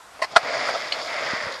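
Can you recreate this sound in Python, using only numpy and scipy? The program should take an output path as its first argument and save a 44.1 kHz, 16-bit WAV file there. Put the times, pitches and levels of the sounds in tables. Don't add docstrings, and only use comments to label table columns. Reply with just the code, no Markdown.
import sys
import numpy as np
from scipy import signal
from scipy.io import wavfile
from scipy.ndimage import uniform_filter1d, map_coordinates

SR = 44100
rng = np.random.default_rng(int(sys.argv[2]) if len(sys.argv) > 2 else 0)


def dump(signal):
    limited = np.clip(np.atleast_2d(signal).T, -1, 1)
    pcm = np.round(limited * 32767).astype(np.int16)
    wavfile.write(sys.argv[1], SR, pcm)


def ratio(d):
    e = np.asarray(d, float) / 20
    return 10 ** e


N = 70560
T = np.arange(N) / SR


def level(x):
    return x / np.sqrt(np.mean(x ** 2))


def decay(t, t60):
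    return np.exp(-np.log(1000) * t / t60)


def band(x, hz, width):
    b, a = signal.iirpeak(hz, hz / width, SR)
    return signal.lfilter(b, a, signal.lfilter(b, a, x))


def walk(rate):
    hold = int(SR / rate)
    steps = np.repeat(rng.standard_normal(N // hold + 1), hold)
    slewed = uniform_filter1d(uniform_filter1d(steps, hold), hold)
    return level(slewed[:N])


def park():
    # f/Hz, level/dB
    spectrum = [(30, 16), (100, -1), (300, -3.5), (850, 10.5), (1500, 4), (2600, -5), (5000, -6.5),
                (8000, -8), (12500, -19.5)]
    corner_hz, corner_db = np.array(spectrum).T
    out, swell = 0, walk(1.5)
    for hz in 30 * 2 ** np.arange(0, 8.8, .5):
        db = np.interp(np.log(hz), np.log(corner_hz), corner_db) + .6 * swell + walk(9)
        out = out + ratio(db) * band(rng.standard_normal(N), hz, hz / 2)
    return level(out) * ratio(-46)


def grit():
    bumps_per_s, spread_db = 3000, 2.2
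    chance, size, sign = rng.random(N), rng.exponential(size=N), np.sign(rng.standard_normal(N))
    present = np.clip((bumps_per_s / SR - chance) * SR / 300, 0, 1)
    return level(present * sign * ratio(spread_db * size))


def rolling():
    # t/s, level/dB, load on the trucks/dB, wheel hiss/dB
    course = [(0, -87, -44, -18), (0.149, -58.5, -1, 3.5), (.27, -49.5, -2.5, -5), (.35, -41.5, -7, -2),
              (0.412, -35.5, -3.5, -8.5), (.47, -30, -2.5, -6.5), (.55, -29, -2.5, -4.5),
              (0.699, -28, -3, -5.5), (.765, -32, -4, -3), (.80, -35, -1.5, -2), (.92, -36.5, -1.5, -2.5),
              (1.017, -35, -1.5, -1), (1.028, -33.5, -13, -1), (1.099, -35.5, 3, -2),
              (1.219, -31.5, 0.5, -4.5), (1.36, -34.5, 4.5, -0.5), (1.49, -36, 1.5, -2.5),
              (1.6, -46, 3, 2.5)]
    # f/Hz, width/Hz, level/dB
    deck_ring = [(135, 36, -21), (263, 68, -15.5), (400, 113, -16), (543, 152, -5.5), (660, 125, 0.5),
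                 (1080, 325, -8.5)]
    truck_ring = [(1380, 325, -5), (1641, 100, -5.5), (2004, 414, -2.5)]
    wheel_ring = [(3510, 580, -10), (4370, 570, -14), (4864, 720, -8), (6890, 720, -23), (8540, 3200, -34)]
    # t/s, resonance pitch ratio
    flexing = [(0, 1.19), (.4, 1.067), (.5, 0.992), (.7, 1.013), (.9, 1), (1.1, 1.02), (1.3, 0.94),
               (1.45, 0.91), (1.6, .85)]
    flicker_db, flicker_per_s, shared_db, shared_per_s = .7, 30, .7, 70

    s, base_db, load_db, hiss_db = np.array(course).T
    flex = np.interp(T, *np.array(flexing).T)
    shared = shared_db * walk(shared_per_s)
    common = grit()
    out = 0
    for part, extra_db, bend in ((deck_ring, 0, 1), (truck_ring, load_db, 0.79), (wheel_ring, hiss_db, 0)):
        bumps = common + grit()
        rings = 0
        for m, (hz, width, db) in enumerate(part):
            mode = level(band(bumps, hz, 1.59 * width)) * np.sqrt(width / 200)
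            rings = rings + (-1) ** m * ratio(db + flicker_db * walk(flicker_per_s)) * mode
        rings = map_coordinates(rings, [np.cumsum(flex ** bend)], mode="mirror")
        out = out + ratio(np.interp(T, s, base_db + extra_db) + shared) * rings
    return out


def ring(x, hz, t60):
    r, w = decay(1, max(t60, 1e-3) * SR), 2 * np.pi * hz / SR
    return signal.lfilter([0, np.sin(w)], [1, -2 * r * np.cos(w), r * r], x)


def strikes(table, modes, crack_db):
    # f/Hz, width/Hz, level/dB
    crack = [(1260, 2150, -11), (2410, 3050, -14), (4170, 1500, -13.5), (6940, 4300, -27.5),
             (11600, 6500, -35)]
    rattle_per_s, crack_t60 = 7200, 0.044
    out, k = np.zeros(N), np.arange(3000) / SR
    for s, db, length, tilt_db in table:
        chance, force, detune = rng.random((3, len(k)))
        push = (chance < rattle_per_s / SR) * (2 * force - 1) * np.clip(2 * (1 - k / length), 0, 1)
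        push[0] = 1
        push = push / np.sqrt(np.sum(push ** 2))
        noise = rng.standard_normal(len(k)) * decay(np.clip(k - length, 0, 1), crack_t60)
        y = 0
        for m, (hz, g, t60) in enumerate(modes):
            gain = (-1) ** m * ratio(g + tilt_db * np.log2(hz / 1000))
            y = y + gain * ring(push, hz * (1 + 0.017 * (detune[m] - .5)), t60)
        for hz, width, g in crack:
            gain = ratio(crack_db + g + tilt_db * np.log2(hz / 1000))
            y = y + gain * band(noise, hz, width) * np.sqrt(SR / width / 2)
        i = int(s * SR)
        out[i:i + len(y)] += ratio(db) * y[:N - i]
    return out


def scrape():
    # t/s, level/dB, rattle length/s, tilt/(dB per octave)
    contacts = [
        (.1900, -32, 0.024, -8),
        (.2178, -17, .003, 0),
        (.2215, -13, .006, 0),
        (.2275, -21, .004, 3),
        (.2320, -19, .012, 0),
        (.2430, -21.5, 0.0079, 0.5),
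        (.2600, -45, 0.012, 1),
    ]
    # f/Hz, level/dB, t60/s
    edge = [(662, -1.5, .03), (1050, -4, .03), (1760, -5, .015), (2056, -1.5, .015), (3900, -17, .006),
            (4700, -11, .008), (5300, -14, .006)]
    return strikes(contacts, edge, crack_db=-5.0)


def thumps():
    # t/s, level/dB, f/Hz, t60/s
    knocks = [
        (0.319, -44, 170, 0.048),
        (.335, -32.5, 400, 0.017),
        (0.365, -56, 60, .05),
        (0.431, -38.5, 132, 0.051),
        (0.558, -45.5, 135, 0.31),
        (1.334, -18.5, 260, 0.017),
        (1.435, -39, 111, 0.053),
        (1.454, -39, 90, 0.06),
        (1.467, -26.5, 165, 0.018),
    ]
    out = 0
    for s, db, hz, t60 in knocks:
        age = np.clip(T - s, 0, None)
        out = out + ratio(db) * np.sin(2 * np.pi * hz * age) * decay(age, t60)
    return out


def clinks():
    # t/s, level/dB, rattle length/s, tilt/(dB per octave)
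    contacts = [
        (.3230, -44, .003, 5),
        (.3490, -45, .002, 2),
        (1.072, -38, .004, 5),
        (1.5235, -21, .002, 0),
        (1.541, -29, .004, 0),
    ]
    # f/Hz, level/dB, t60/s
    nut = [(3700, -3, .008), (4050, 0, .012), (4900, -7, .008), (6500, -12, .005), (8500, -18, .004)]
    return strikes(contacts, nut, crack_db=-12)


def slam():
    # t/s, level/dB, rattle length/s, tilt/(dB per octave)
    contacts = [(.3560, -21, .003, -1), (.3617, -1.5, .0006, 0), (.3644, -3, .0006, 0),
                (.3664, -2.5, .0008, 1), (.3686, -5, .002, -5), (.3755, -17, .003, 0),
                (.3790, -17, .003, -4), (.3880, -26, .008, -2), (.6700, -26, .012, -1),
                (.6850, -17, .012, -1), (.6990, -24, .004, -4), (.7520, -24, .008, -3)]
    # f/Hz, level/dB, t60/s
    deck = [(484, -22, 0.013), (698.5, 0, 0.031), (960, -8, 0.019), (1110, -18, 0.0067), (1301, 3.5, 0.019),
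            (1680, -4.5, .015), (1930, -4.5, 0.0084), (3600, -9.5, 0.0071), (4730, -29, 0.0034)]
    return strikes(contacts, deck, crack_db=-4.5)


def ticks():
    # t/s, level/dB, rattle length/s, tilt/(dB per octave)
    contacts = [
        (.9215, -18, .002, 1),
        (.9235, -15, .003, 1),
        (.9295, -23, .004, 1),
        (.9350, -27, .014, 1),
    ]
    # f/Hz, level/dB, t60/s
    bolt = [(2250, -5, .01), (2950, -3, .016), (4269, 0, .022), (4650, -6, .014), (6500, -16, .006)]
    return strikes(contacts, bolt, crack_db=-8.5)


def ramp_echo(hits):
    build_s, t60 = .006, .05
    k = np.arange(6000) / SR
    tail = rng.standard_normal(len(k)) * decay(k, t60) * np.clip(k / build_s, 0, 1)
    return ratio(-15) * signal.fftconvolve(hits, tail / np.sqrt(np.sum(tail ** 2)))[:N]


def scene():
    hits = scrape() + clinks() + slam() + ticks()
    high_pass = signal.butter(2, 300, "high", fs=SR, output="sos")
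    hits = signal.sosfilt(high_pass, hits + ramp_echo(hits))
    return (park() + rolling() + hits + thumps())[None]


def treble_gate(x):
    # f/Hz, level under the whole sound/dB
    threshold = [(8000, -56), (9000, -47), (10000, -42), (11000, -42), (11800, -45), (12300, -51),
                 (13000, -52)]
    width_hz = 260
    f, _, z = signal.stft(x, SR, nperseg=2048)
    power = np.abs(z) ** 2
    hz, db = np.array(threshold).T
    for lo in np.arange(hz[0], hz[-1], width_hz):
        sel = (f >= lo) & (f < lo + width_hz)
        patch_db = 5 * uniform_filter1d(rng.standard_normal(power.shape[1]), size=3)
        limit = power.sum(axis=0) * ratio(2 * (np.interp(lo, hz, db) + patch_db))
        z[sel] *= np.clip(10 * (power[sel].sum(axis=0) / limit - 1), 0, 1)
    return signal.istft(z, SR, nperseg=2048)[1][:N]


def band_limit(x):
    return signal.sosfilt(signal.butter(12, 15700, fs=SR, output="sos"), x)


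def record(dry):
    ceiling = 1.15
    x = signal.sosfilt(signal.ellip(8, .2, 60, 12750, fs=SR, output="sos"), dry)
    x = signal.lfilter(*signal.butter(2, 0.93 * 90, "high", fs=SR), x[0])
    x = ceiling * np.tanh(treble_gate(x)[None] / ceiling)
    return band_limit(x)


dry = scene()
out = record(dry)
dump(out)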